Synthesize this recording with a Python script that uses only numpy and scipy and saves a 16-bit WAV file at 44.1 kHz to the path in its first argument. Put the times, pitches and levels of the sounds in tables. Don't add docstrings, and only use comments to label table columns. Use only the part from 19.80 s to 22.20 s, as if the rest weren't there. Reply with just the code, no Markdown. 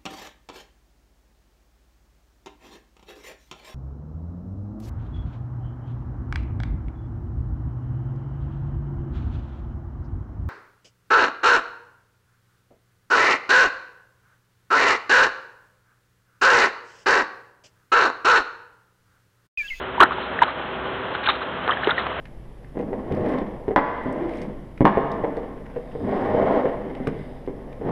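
import sys
import numpy as np
from scipy import signal
from scipy.fft import rfft, irfft
from scipy.io import wavfile

SR = 44100
rng = np.random.default_rng(int(sys.argv[2]) if len(sys.argv) > 2 else 0)


def dump_mix(stems):
    frames = np.atleast_2d(stems).T
    limited = np.clip(frames, -1, 1)
    pcm = np.round(limited * 32767).astype(np.int16)
    wavfile.write(sys.argv[1], SR, pcm)


N = 105840
T = np.arange(N) / SR
BINS_HZ = np.maximum(np.arange(N // 2 + 1) * SR / N, 1)

# time_s, pitch_hz
MOTOR_PITCH = [(0, 63.66), (.3, 62.66), (.95, 63.3), (1.3, 64.43), (2.4, 63.76)]
# harmonic, rms_db
MOTOR_PARTIALS = [(1, -48.5), (2, -55.5), (3, -58.5), (4, -49), (8, -45), (10, -46.5), (13, -47.5)]
# time_s, rms_db
MOTOR_SWELL = [(0, -37), (.42, -40.5), (.7, -66.5), (.9, -40), (1.22, -38.5), (1.4, -44.5), (2.4, -47)]
# freq_hz, gain_db
HISS_SPECTRUM = [(20, -21.5), (45, -11), (70, -4.5), (100, -5.5), (170, -3), (280, -3.5), (410, -1.5),
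                 (520, -0.5), (720, -2), (1150, -1), (1550, -3), (2300, -11.5), (3200, -10), (3900, -22.5),
                 (4400, -20)]
# start_s, level_db, pitch_hz, t60_s, rise_fraction
POCKET_POPS = [(0.1797, -10.5, 893, 0.033, 0.17), (0.2095, -6, 397, 0.065, 0.086),
               (0.2226, -8.5, 361, 0.036, 0.04), (0.2368, -7.5, 302, 0.028, 0.26),
               (0.309, -11.5, 1116, 0.02, .1), (.3210, -7.5, 1240, 0.012, 0.12),
               (.3818, -11, 870, 0.014, 0.097), (.5900, -4, 1786, 0.01, 0.33), (0.6181, -1, 1600, .009, .1),
               (0.6328, -13.5, 3940, 0.01, 0.028), (0.6368, -8, 3050, 0.0069, .1),
               (0.6362, -5.5, 920, 0.016, 0.17), (0.683, -17, 1127, 0.055, .2),
               (1.351, -6.5, 1485, 0.0094, 0.22), (1.4741, -2.5, 1480, .014, 0.17),
               (1.4875, -3, 1260, 0.016, 0.14), (1.4880, -6.5, 3560, 0.017, 0.071),
               (1.886, -6.5, 1273, 0.014, 0.13), (1.8940, 0, 1130, 0.0099, 0.061),
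               (1.9022, -3, 1123, 0.018, 0.12), (1.9099, -7.5, 3074, 0.0097, 0.11),
               (1.917, -12, 2930, 0.012, 0.059), (1.9295, -7, 1790, 0.0068, 0.11),
               (1.935, -17.5, 3100, 0.018, 0.072), (1.971, -15.5, 1696, 0.027, 0.14),
               (2.0340, -7.5, 1620, 0.012, 0.11), (2.0448, -16, 2860, 0.018, .05),
               (2.0727, -3.5, 355, 0.041, 0.45), (2.108, -6, 3460, 0.012, 0.46),
               (2.2660, -12.5, 1100, 0.017, 0.094)]
# start_s, length_s, level_db, start_hz, end_hz
GAP_SUCKS = [(.2030, 0.0037, 0, 1077, 1176), (0.2102, 0.005, -1, 1093, 1630), (.2210, .0026, -2, 900, 1050),
             (0.2242, 0.0044, -2.5, 1320, 1415), (0.231, 0.0055, 1, 1294, 1392),
             (0.2367, .009, -18, 1394, 1440), (0.255, 0.0036, -16, 1013, 1630),
             (0.6197, .0075, -2.5, 895, 958), (0.6272, 0.0053, -13.5, 1114, 1740),
             (1.481, .007, -16.5, 865, 873), (1.493, .007, -12.5, 1033, 1400),
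             (1.921, 0.0041, -17, 1610, 1900), (2.0928, 0.0037, -12.5, 914, 1760),
             (2.111, 0.01, -18, 1256, 1430), (2.1795, 0.0059, -14, 1914, 1860)]
# start_s, click_db, rustle_db
FILM_SNAPS = [(0.2044, 1, -6), (0.2074, 17, -3.5), (0.222, 2, -16), (0.6253, 4.5, -12.5),
              (0.6336, 3, -11.5), (1.4622, -1.5, -20), (1.4881, -7, -19), (1.8784, 12.5, -25),
              (2.0725, 14, -29), (2.1066, 1, -15.5), (2.2673, 0, -15)]
# freq_hz, gain_db
RUSTLE_SPECTRUM = [(100, -33), (500, -6), (1300, 4), (2300, 0), (3400, -6), (4400, -3), (6000, -24.5)]
# centre_s, sigma_s, bubbles_db, fizz_db
SQUEEZES = [(0.206, 0.0043, -12.5, -27.5), (.231, 0.0073, -9, -21.5), (0.243, 0.015, -26, -42.5),
            (0.33, 0.012, -33, -40), (0.44, 0.042, -35, -39), (0.63, 0.0098, -22, -33.5),
            (0.683, 0.026, -29, -39.5), (1.353, 0.0086, -29.5, -30.5), (1.441, 0.0088, -29.5, -28.5),
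            (1.465, 0.0046, -45, -20), (1.499, 0.01, -27, -20.5), (1.536, 0.039, -38.5, -35),
            (1.628, 0.01, -29.5, -35.5), (1.902, 0.031, -25, -42), (2.046, 0.018, -29.5, -31.5),
            (2.076, 0.0054, -27, -32.5), (2.103, 0.013, -19.5, -29), (2.195, 0.019, -26, -30.5),
            (2.268, 0.0046, -41, -34)]
# freq_hz, gain_db
BUBBLE_EQ = [(150, -19.5), (300, -24), (600, -3), (1000, -1), (1400, 2), (1800, -0.5), (2400, -14)]
# freq_hz, gain_db
FIZZ_EQ = [(1800, -1), (2400, -5.5), (3200, -4), (4000, -3), (4600, 2.5)]
# freq_hz, gain_db
OUTPUT_EQ = [(4000, -0.5), (4600, -14.5), (7000, -7), (12000, -6)]


def from_db(db):
    return 10 ** (np.asarray(db) / 20)


def unit_rms(x):
    return x / np.sqrt(np.mean(x ** 2) + 1e-20)


def equalise(x, curve):
    hz, db = np.transpose(curve)
    return irfft(rfft(x) * from_db(np.interp(np.log(BINS_HZ), np.log(hz), db)), N)


def noise(spectrum):
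    return unit_rms(equalise(rng.standard_normal(N), spectrum))


def drift(rate_hz):
    return unit_rms(np.interp(T * rate_hz, np.arange(1000), rng.standard_normal(1000)))


def low_cut(x, hz):
    return signal.sosfilt(signal.butter(2, hz, "high", fs=SR, output="sos"), x)


def add(out, start_s, sound):
    start = int(start_s * SR)
    out[start:start + len(sound)] += sound[:N - start]


def motor_hum(wander_fraction=0.002, flicker_db=0.68, swell_harmonic=6):
    pitch_hz = np.interp(T, *np.transpose(MOTOR_PITCH)) * (1 + wander_fraction * drift(rate_hz=8))
    phase = 2 * np.pi * np.cumsum(pitch_hz) / SR
    hum = from_db(np.interp(T, *np.transpose(MOTOR_SWELL))) * np.sin(swell_harmonic * phase)
    for harmonic, rms_db in MOTOR_PARTIALS:
        gain = from_db(rms_db + flicker_db * drift(rate_hz=20))
        hum += gain * np.sin(harmonic * phase + rng.uniform(0, 2 * np.pi))
    return np.sqrt(2) * hum


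def hiss(rms_db=-29, flicker_db=0.86):
    return from_db(rms_db + flicker_db * drift(rate_hz=40.14)) * noise(HISS_SPECTRUM)


def cavity_tone(pitch_hz, wobble_fraction=0.031, wobble_hz=290, mode_ratio=2.2, mode_db=-24):
    wobble = np.interp(T[:len(pitch_hz)] * wobble_hz, np.arange(200), rng.standard_normal(200))
    phase = 2 * np.pi * np.cumsum(pitch_hz * (1 + wobble_fraction * wobble)) / SR
    return np.sin(phase) + from_db(mode_db) * np.sin(mode_ratio * phase)


def pocket_pops(attack_s=0.00067, rise_s=0.012):
    out, t = np.zeros(N), T[:SR // 10]
    for start_s, level_db, pitch_hz, t60_s, rise_fraction in POCKET_POPS:
        envelope = (1 - np.exp(-t / attack_s)) * from_db(-60 * t / t60_s)
        glide_hz = pitch_hz * (1 + rise_fraction * (1 - np.exp(-t / rise_s)))
        add(out, start_s, from_db(level_db) * envelope * cavity_tone(glide_hz))
    return out


def gap_sucks(attack_s=0.00033, release_s=0.001):
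    out, t = np.zeros(N), T[:SR // 20]
    for start_s, length_s, level_db, start_hz, end_hz in GAP_SUCKS:
        envelope = (1 - np.exp(-t / attack_s)) * np.exp(-np.maximum(t - length_s, 0) / release_s)
        glide_hz = np.interp(t, [0, length_s], [start_hz, end_hz])
        add(out, start_s, from_db(level_db) * envelope * cavity_tone(glide_hz))
    return out


def film_snaps(decay_s=0.0014, click_cutoff_hz=1900):
    envelope, clicks, t = np.zeros(N), np.zeros(N), T[:SR // 20]
    for start_s, click_db, rustle_db in FILM_SNAPS:
        add(envelope, start_s, from_db(rustle_db) * np.exp(-t / decay_s))
        add(clicks, start_s, -from_db([click_db]))
    dull_clicks = signal.sosfilt(signal.butter(2, click_cutoff_hz, fs=SR, output="sos"), clicks)
    return dull_clicks + envelope * noise(RUSTLE_SPECTRUM)


def bubble_ring(clicks, pitch_hz, t60_cycles=13):
    radius = from_db(-60 * pitch_hz / (t60_cycles * SR))
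    angle = 2 * np.pi * pitch_hz / SR
    return signal.lfilter([0, np.sin(angle)], [1, -2 * radius * np.cos(angle), radius ** 2], clicks + 1e-18)


def bubble_cloud(low_hz, high_hz, eq, bursts_per_s, pitches, spread_db=2.5):
    strengths = from_db(spread_db * np.minimum(rng.exponential(1, N), 3)) * rng.choice([-1, 1], N)
    clicks = strengths * (rng.random(N) < bursts_per_s / SR)
    pitch_index = rng.integers(0, pitches, N)
    rings = np.zeros(N)
    for k, pitch_hz in enumerate(np.geomspace(low_hz, high_hz, pitches)):
        rings += pitch_hz * bubble_ring(clicks * (pitch_index == k), pitch_hz)
    return unit_rms(equalise(rings, eq))


def squelches():
    bubble_gain, fizz_gain = np.zeros(N), np.zeros(N)
    for centre_s, sigma_s, bubbles_db, fizz_db in SQUEEZES:
        swell = np.exp(-0.5 * ((T - centre_s) / sigma_s) ** 2)
        bubble_gain += from_db(bubbles_db) * swell
        fizz_gain += from_db(fizz_db) * swell
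    bubbles = bubble_cloud(low_hz=210, high_hz=2227, eq=BUBBLE_EQ, bursts_per_s=2200, pitches=24)
    fizz = bubble_cloud(low_hz=2100, high_hz=4300, eq=FIZZ_EQ, bursts_per_s=1300, pitches=12)
    return bubble_gain * bubbles + fizz_gain * fizz


def bank_scatter(x, level_db=-28, t60_s=0.56, delay_s=0.02):
    t = T[:SR // 2]
    tail = rng.standard_normal(len(t)) * from_db(-60 * t / t60_s) * (t > delay_s)
    return from_db(level_db) * signal.fftconvolve(x, tail / np.linalg.norm(tail))[:N]


def scene():
    mud = pocket_pops() + gap_sucks() + film_snaps() + squelches()
    mud = low_cut(low_cut(mud, hz=200), hz=200)
    return (mud + bank_scatter(mud) + motor_hum() + hiss())[None]


def record(dry):
    mic_top_hz, mic_edge_hz, cutoff_hz = 4180, 110, 16800
    ceiling, knee_power = 0.7, 32
    passband = 0.5 * (1 - np.tanh((BINS_HZ - mic_top_hz) / (2 * mic_edge_hz)))
    dull = irfft(rfft(low_cut(dry, hz=40)) * passband, N)
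    clipped = dull / (1 + np.abs(dull / ceiling) ** knee_power) ** (1 / knee_power)
    softened = equalise(clipped, OUTPUT_EQ)
    return signal.sosfilt(signal.cheby2(12, 70, cutoff_hz, fs=SR, output="sos"), softened)


dry = scene()
out = record(dry)
dump_mix(out)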